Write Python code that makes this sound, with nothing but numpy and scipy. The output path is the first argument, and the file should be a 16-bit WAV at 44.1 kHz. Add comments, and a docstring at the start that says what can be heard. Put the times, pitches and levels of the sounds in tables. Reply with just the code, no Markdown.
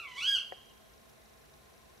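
"""Among trees at night, an owl on a perch gives one two-part call: a soft falling note, then a loud
arched shriek, its harmonics gliding through the fixed resonances of throat and beak. Ground and trunks
throw back a few echoes and a short tail. A small hollow knock follows close by, after a much fainter one,
and later a tiny rustle. Under it all lie faint night air and the hiss and ticking of a camera."""
import sys
import numpy as np
from scipy import signal
from scipy.fft import rfft, irfft, next_fast_len
from scipy.io import wavfile

SR = 44100
rng = np.random.default_rng(int(sys.argv[2]) if len(sys.argv) > 2 else 0)


def to_wav(sig):
    """Store sig (one row per channel, or 1-D mono) as 16-bit WAV at the path in sys.argv[1].

    Samples outside -1..1 are clipped; the rate is SR.
    """
    pcm = np.clip(np.atleast_2d(sig), -1, 1) * 32767
    pcm = np.round(pcm).astype(np.int16)
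    wavfile.write(sys.argv[1], SR, pcm.T)  # frames by channels


N = 88200
LEAD = SR // 10  # samples of pre-roll: the call is already under way at time zero
TIME = np.arange(-LEAD, N) / SR
SIZE = len(TIME)
BINS_HZ = np.maximum(np.fft.rfftfreq(SIZE, 1 / SR), 1)


def from_db(db):
    """Decibels to gain."""
    return 10 ** (np.asarray(db) / 20)


def rms_one(x):
    """Scale to unit rms."""
    return x / np.sqrt(np.mean(x ** 2) + 1e-20)


def at_hz(curve, hz):
    """Read a curve on a log-frequency axis."""
    points_hz, values = np.transpose(curve)
    return np.interp(np.log(hz), np.log(points_hz), values)


def drift(hz):
    """Random wander up to the given rate, at unit rms."""
    lowpass = signal.butter(2, hz, fs=SR, output="sos")
    return rms_one(signal.sosfilt(lowpass, rng.standard_normal(SIZE + SR))[SR:])


def delayed(x, s):
    """The sound, s seconds later."""
    size = next_fast_len(len(x) + SR)
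    shift = np.exp(-2j * np.pi * np.fft.rfftfreq(size, 1 / SR) * s)
    return irfft(rfft(x, size) * shift, size)[:len(x)]


def panned(x, pan_db, left_lag_s=0):
    """Mono to stereo by level and arrival time; a positive pan leans left."""
    return np.array([from_db(pan_db / 2) * delayed(x, left_lag_s), from_db(-pan_db / 2) * x])


def stereo(mid, side, correlation):
    """Blend two independent noises into a left-right pair of the given correlation."""
    return (np.sqrt(1 + correlation) * mid + np.sqrt(1 - correlation) * side * [[1], [-1]]) / np.sqrt(2)


def stereo_noise(size, correlation):
    """White noise, wider as the correlation drops."""
    return stereo(*rng.standard_normal((2, size)), correlation)


# Tone of the air and hiss. Each row: frequency in Hz, relative noise density in dB.
AIR_TONE = [(20, -21), (32, -26), (50, 0), (80, -3), (115, -8), (140, 0), (170, -10.5), (215, -0.5),
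            (290, -10.5), (400, -3), (520, -5), (590, -10), (680, -7), (790, -8), (900, -12.5), (1030, -18),
            (1200, -13), (1400, -11.5), (2400, -15), (3400, -18.5), (3900, -17), (4750, -22), (5800, -21.5),
            (7500, -23), (9500, -24.5), (11200, -25), (13000, -24), (15500, -33.5)]
# Stereo image of that bed. Each row: frequency in Hz, left-right correlation.
AIR_CORRELATION = [(40, 0.93), (100, 0.66), (200, -0.12), (400, -0.27), (700, 0.005), (1500, -0.16),
                   (6000, 0.16), (10500, 0.283), (14000, 0.72)]
# Humming bands in the bed. Each row: centre in Hz, half-width in Hz, level in dB.
HUM_BANDS = [(1050, 37, -70.5), (656, 35, -72.5), (10920, 670, -77), (3850, 80, -85)]


def night_air():
    """A steady bed of distant rush and hiss, with a few narrow bands of humming noise."""
    mid, side = rfft(rng.standard_normal((2, SIZE)))
    spectrum = from_db(at_hz(AIR_TONE, BINS_HZ)) * stereo(mid, side, at_hz(AIR_CORRELATION, BINS_HZ))
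    bed = from_db(-59.5) * rms_one(irfft(spectrum, SIZE))
    for centre, half_width, db in HUM_BANDS:
        band = rfft(stereo_noise(SIZE, correlation=.25)) / (1 + ((BINS_HZ - centre) / half_width) ** 2)
        bed += from_db(db) * rms_one(irfft(band, SIZE))
    return bed


# The call as heard through the trees, with level dips where reflections interfere. Each row: time in
# seconds, pitch in Hz, then levels in dB of the fundamental, second harmonic and overtones, before EQ.
CALL_THROUGH_TREES = [(-.06, 1403, -59, -46.5, -58.5), (-.003, 1359, -45, -46, -47),
                      (0.017, 1241, -64, -46.5, -64), (0.029, 1180, -58, -58.5, -53.5),
                      (.064, 1121, -54, -43.5, -63.5), (.078, 1019, -59, -56, -52.5),
                      (0.113, 1025, -56.5, -55.5, -48.5), (0.14, 965.6, -61.5, -61.5, -53.5),
                      (.166, 1004, -53, -55.5, -40.5), (0.183, 1134, -50.5, -42, -38.5),
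                      (.2, 1110, -53, -44.5, -40), (0.211, 1252, -59, -37.5, -36.5),
                      (0.227, 1404, -48.5, -37, -37), (.258, 1546, -52, -31.5, -39.5),
                      (.276, 1648, -47.5, -31, -34.5), (.298, 1626, -47.5, -27, -32),
                      (.312, 1642, -38, -44.5, -32.5), (.325, 1617, -43, -30, -39),
                      (.333, 1613, -45, -39.5, -35), (.343, 1606, -45, -26, -34),
                      (0.361, 1473, -47, -32, -37), (0.375, 1382, -51, -32, -38.5),
                      (0.384, 1127, -62.5, -61.5, -64), (.4, 1113, -64, -57.5, -71)]
# Overtone balance. Each entry: offset from the overtone level in dB, from the third harmonic up.
OVERTONE_TRIMS = [-9.5, -16.5, -23, -24.5, -25.5, -29.5, -29]
# Resonances and valleys of throat and beak. Each row: frequency in Hz, gain in dB.
THROAT_EQ = [(950, -0.5), (1600, -2.5), (1850, 0), (2200, 0), (2600, -2), (3150, 0), (3380, 1.5),
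             (3620, 2.5), (4000, -4), (4850, -3), (5250, -6.5), (5900, 4.5), (6600, -8.5), (7100, -5),
             (8200, -3.5), (9800, -8.5), (11400, -6.5), (14500, -18)]


def owl(top_note_hz=1659, breath_low_hz=4100):
    """A harmonic voice gliding through throat resonances, steadiest on top, with a rush of air."""
    times, notes_hz, *levels_db = np.transpose(CALL_THROUGH_TREES)
    glide = np.interp(TIME, times, notes_hz)
    octaves_down = np.clip(np.log2(top_note_hz / glide), 0, .25)
    jitter = .0014 + .037 * octaves_down
    pitch = glide * (1 + jitter * drift(hz=120))
    phase = 2 * np.pi * np.cumsum(pitch) / SR
    first_db, second_db, upper_db = (np.interp(TIME, times, db, right=-140) for db in levels_db)
    overtones_db = [upper_db + trim + 3.5 * drift(hz=70) for trim in OVERTONE_TRIMS]  # each wavers alone
    # Cycle-to-cycle unevenness in the glides frays the overtones.
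    roughness = .36 * jitter / jitter.max() * drift(hz=500)
    voice = 0
    for k, db in enumerate([first_db, second_db] + overtones_db, 1):
        gain = np.sqrt(2) * from_db(db + at_hz(THROAT_EQ, k * pitch))
        voice += gain * np.sin(k * phase + max(k - 2, 0) * roughness)
    puffs = rng.standard_normal(SIZE) * (1 + np.cos(phase))  # one puff of air a cycle
    breath_tone = from_db(at_hz(THROAT_EQ, BINS_HZ) - 8 * np.log2(BINS_HZ / breath_low_hz))
    low_cut = 1 / (1 + (breath_low_hz / BINS_HZ) ** 6)
    breath = rms_one(irfft(rfft(puffs) * breath_tone * low_cut, SIZE))
    shimmer = from_db(.8 * drift(hz=120))
    return shimmer * (voice + from_db(upper_db - 25) * breath)


def trunk_scatter(x, paths, t60_s=.34):
    """Sound bouncing between near trunks: feedback delays spread over a range of round trips."""
    size = next_fast_len(len(x) + SR)
    hz = np.fft.rfftfreq(size, 1 / SR)
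    response, power = 0, 0
    for k, trip_s in enumerate(np.geomspace(.0083, .058, paths)):
        feedback = from_db(-60 * trip_s / t60_s)
        loop = (-1) ** k * feedback * np.exp(-2j * np.pi * hz * trip_s)
        response += np.sqrt(trip_s) * loop / (1 - loop)
        power += trip_s * feedback ** 2 / (1 - feedback ** 2)
    return irfft(rfft(x, size) * response, size)[:len(x)] / np.sqrt(power)


def tree_reverb(x, tail_t60_s=.93, tail_rise_s=.028, leaves_cut_hz=13700):
    """Scatter from the near trees and a fainter, longer tail from the wood behind, softened by leaves."""
    mid, side = trunk_scatter(x, paths=17), trunk_scatter(x, paths=12)
    near = mid + from_db(-8) * side * [[1], [-1]]
    t = np.arange(SR) / SR
    envelope = from_db(-60 * t / tail_t60_s) * (1 - np.exp(-t / tail_rise_s))
    tail = envelope / np.linalg.norm(envelope) * stereo_noise(SR, correlation=.76)
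    far = signal.fftconvolve(x[None], tail, axes=1)[:, :len(x)]
    leaves = signal.butter(1, leaves_cut_hz, fs=SR, output="sos")
    return signal.sosfilt(leaves, from_db(-5.5) * near + from_db(-15.5) * far)


# Slaps off ground and trunks. Each row: delay in seconds, gain in dB, pan in dB.
ECHO_TAPS = [(0.011, -7.5, 6), (.031, -10.5, -4), (.047, -13, -9), (0.12, -25, -16), (0.343, -36.5, -6)]


def echoes(x):
    """Single reflections, each later, quieter and from its own direction."""
    return sum(from_db(db) * panned(delayed(x, s), pan_db) for s, db, pan_db in ECHO_TAPS)


# The blips in one tick. Each row: offset in seconds, pitch in Hz, half-length in seconds,
# typical peak level in dB.
TICK_BLIPS = [(-.0046, 5900, 0.0012, -66), (-.0024, 3880, 0.00064, -65), (0.0, 5600, 0.00057, -59),
              (.0024, 4080, 0.00067, -65)]


def camera_ticks(first_s=.0191, period_s=.04, spread_db=2):
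    """A faint cluster of high blips, 25 times a second, each a little different in level."""
    tick = np.round((TIME - first_s) / period_s).astype(int)
    t = TIME - first_s - tick * period_s
    ticks = 0
    for offset, hz, half_length, db in TICK_BLIPS:
        accent, phase = rng.standard_normal((2, 64))[:, tick]
        envelope = from_db(db + spread_db * accent) * np.exp(-((t - offset) / half_length) ** 2)
        ticks += envelope * np.sin(2 * np.pi * (hz * t + phase))
    return ticks


# A ghost hit, then the main knock. Each row: start in seconds, strike level in dB.
KNOCK_HITS = [(0.364, -60.5), (.522, -41.5)]
# Ring of the knocked object. Each row: pitch in Hz, gain in dB, time to fall 60 dB in seconds, pan in dB.
KNOCK_RING = [(404, -2.5, 0.032, -1), (544, 5.5, 0.035, 6.5), (730, 4.5, 0.043, 9.5),
              (1725, -4, 0.027, -12), (1914, -5, 0.027, -19), (2205, -7, 0.021, 15)]


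def knocks(band_hz=(340, 2100)):
    """Small, dull, hollow knocks close by on the left: soft strikes ring a few short modes."""
    strikes = np.full(SIZE, 1e-18)
    for s, db in KNOCK_HITS:
        strikes[LEAD + int(s * SR)] = from_db(db)
    strikes = signal.sosfilt(signal.butter(4, band_hz, "band", fs=SR, output="sos"), strikes)
    body = 0
    for hz, db, t60, pan_db in KNOCK_RING:
        decay = from_db(-60 / (t60 * SR))
        angle = 2 * np.pi * hz / SR
        ring = signal.lfilter([.5, 0, -.5], [1, -2 * decay * np.cos(angle), decay ** 2], strikes)
        body += from_db(db) * panned(ring, pan_db, left_lag_s=.00032)
    return body


def rustle(peak_s=1.096, half_length_s=.009, low_cut_hz=2000):
    """A tiny, bright brush of noise."""
    highpass = signal.butter(2, low_cut_hz, "high", fs=SR, output="sos")
    brush = signal.sosfilt(highpass, stereo_noise(SIZE, correlation=.55))
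    return from_db(-65) * np.exp(-((TIME - peak_s) / half_length_s) ** 2) * brush


def scene():
    """The mix: the owl a little to the right among its echoes, the knocks nearly dry, the bed beneath."""
    call, knock = owl(), knocks()
    owl_in_trees = panned(call, pan_db=-3.5) + tree_reverb(call) + echoes(call)
    close_knocks = knock + from_db(-13) * tree_reverb(knock.mean(axis=0))
    return (owl_in_trees + close_knocks + night_air() + camera_ticks() + rustle())[:, LEAD:]


def record(dry):
    """A steep high cut at 15.6 kHz across the mix."""
    return signal.sosfilt(signal.ellip(10, .1, 80, 15600, fs=SR, output="sos"), dry)


dry = scene()
out = record(dry)
to_wav(out)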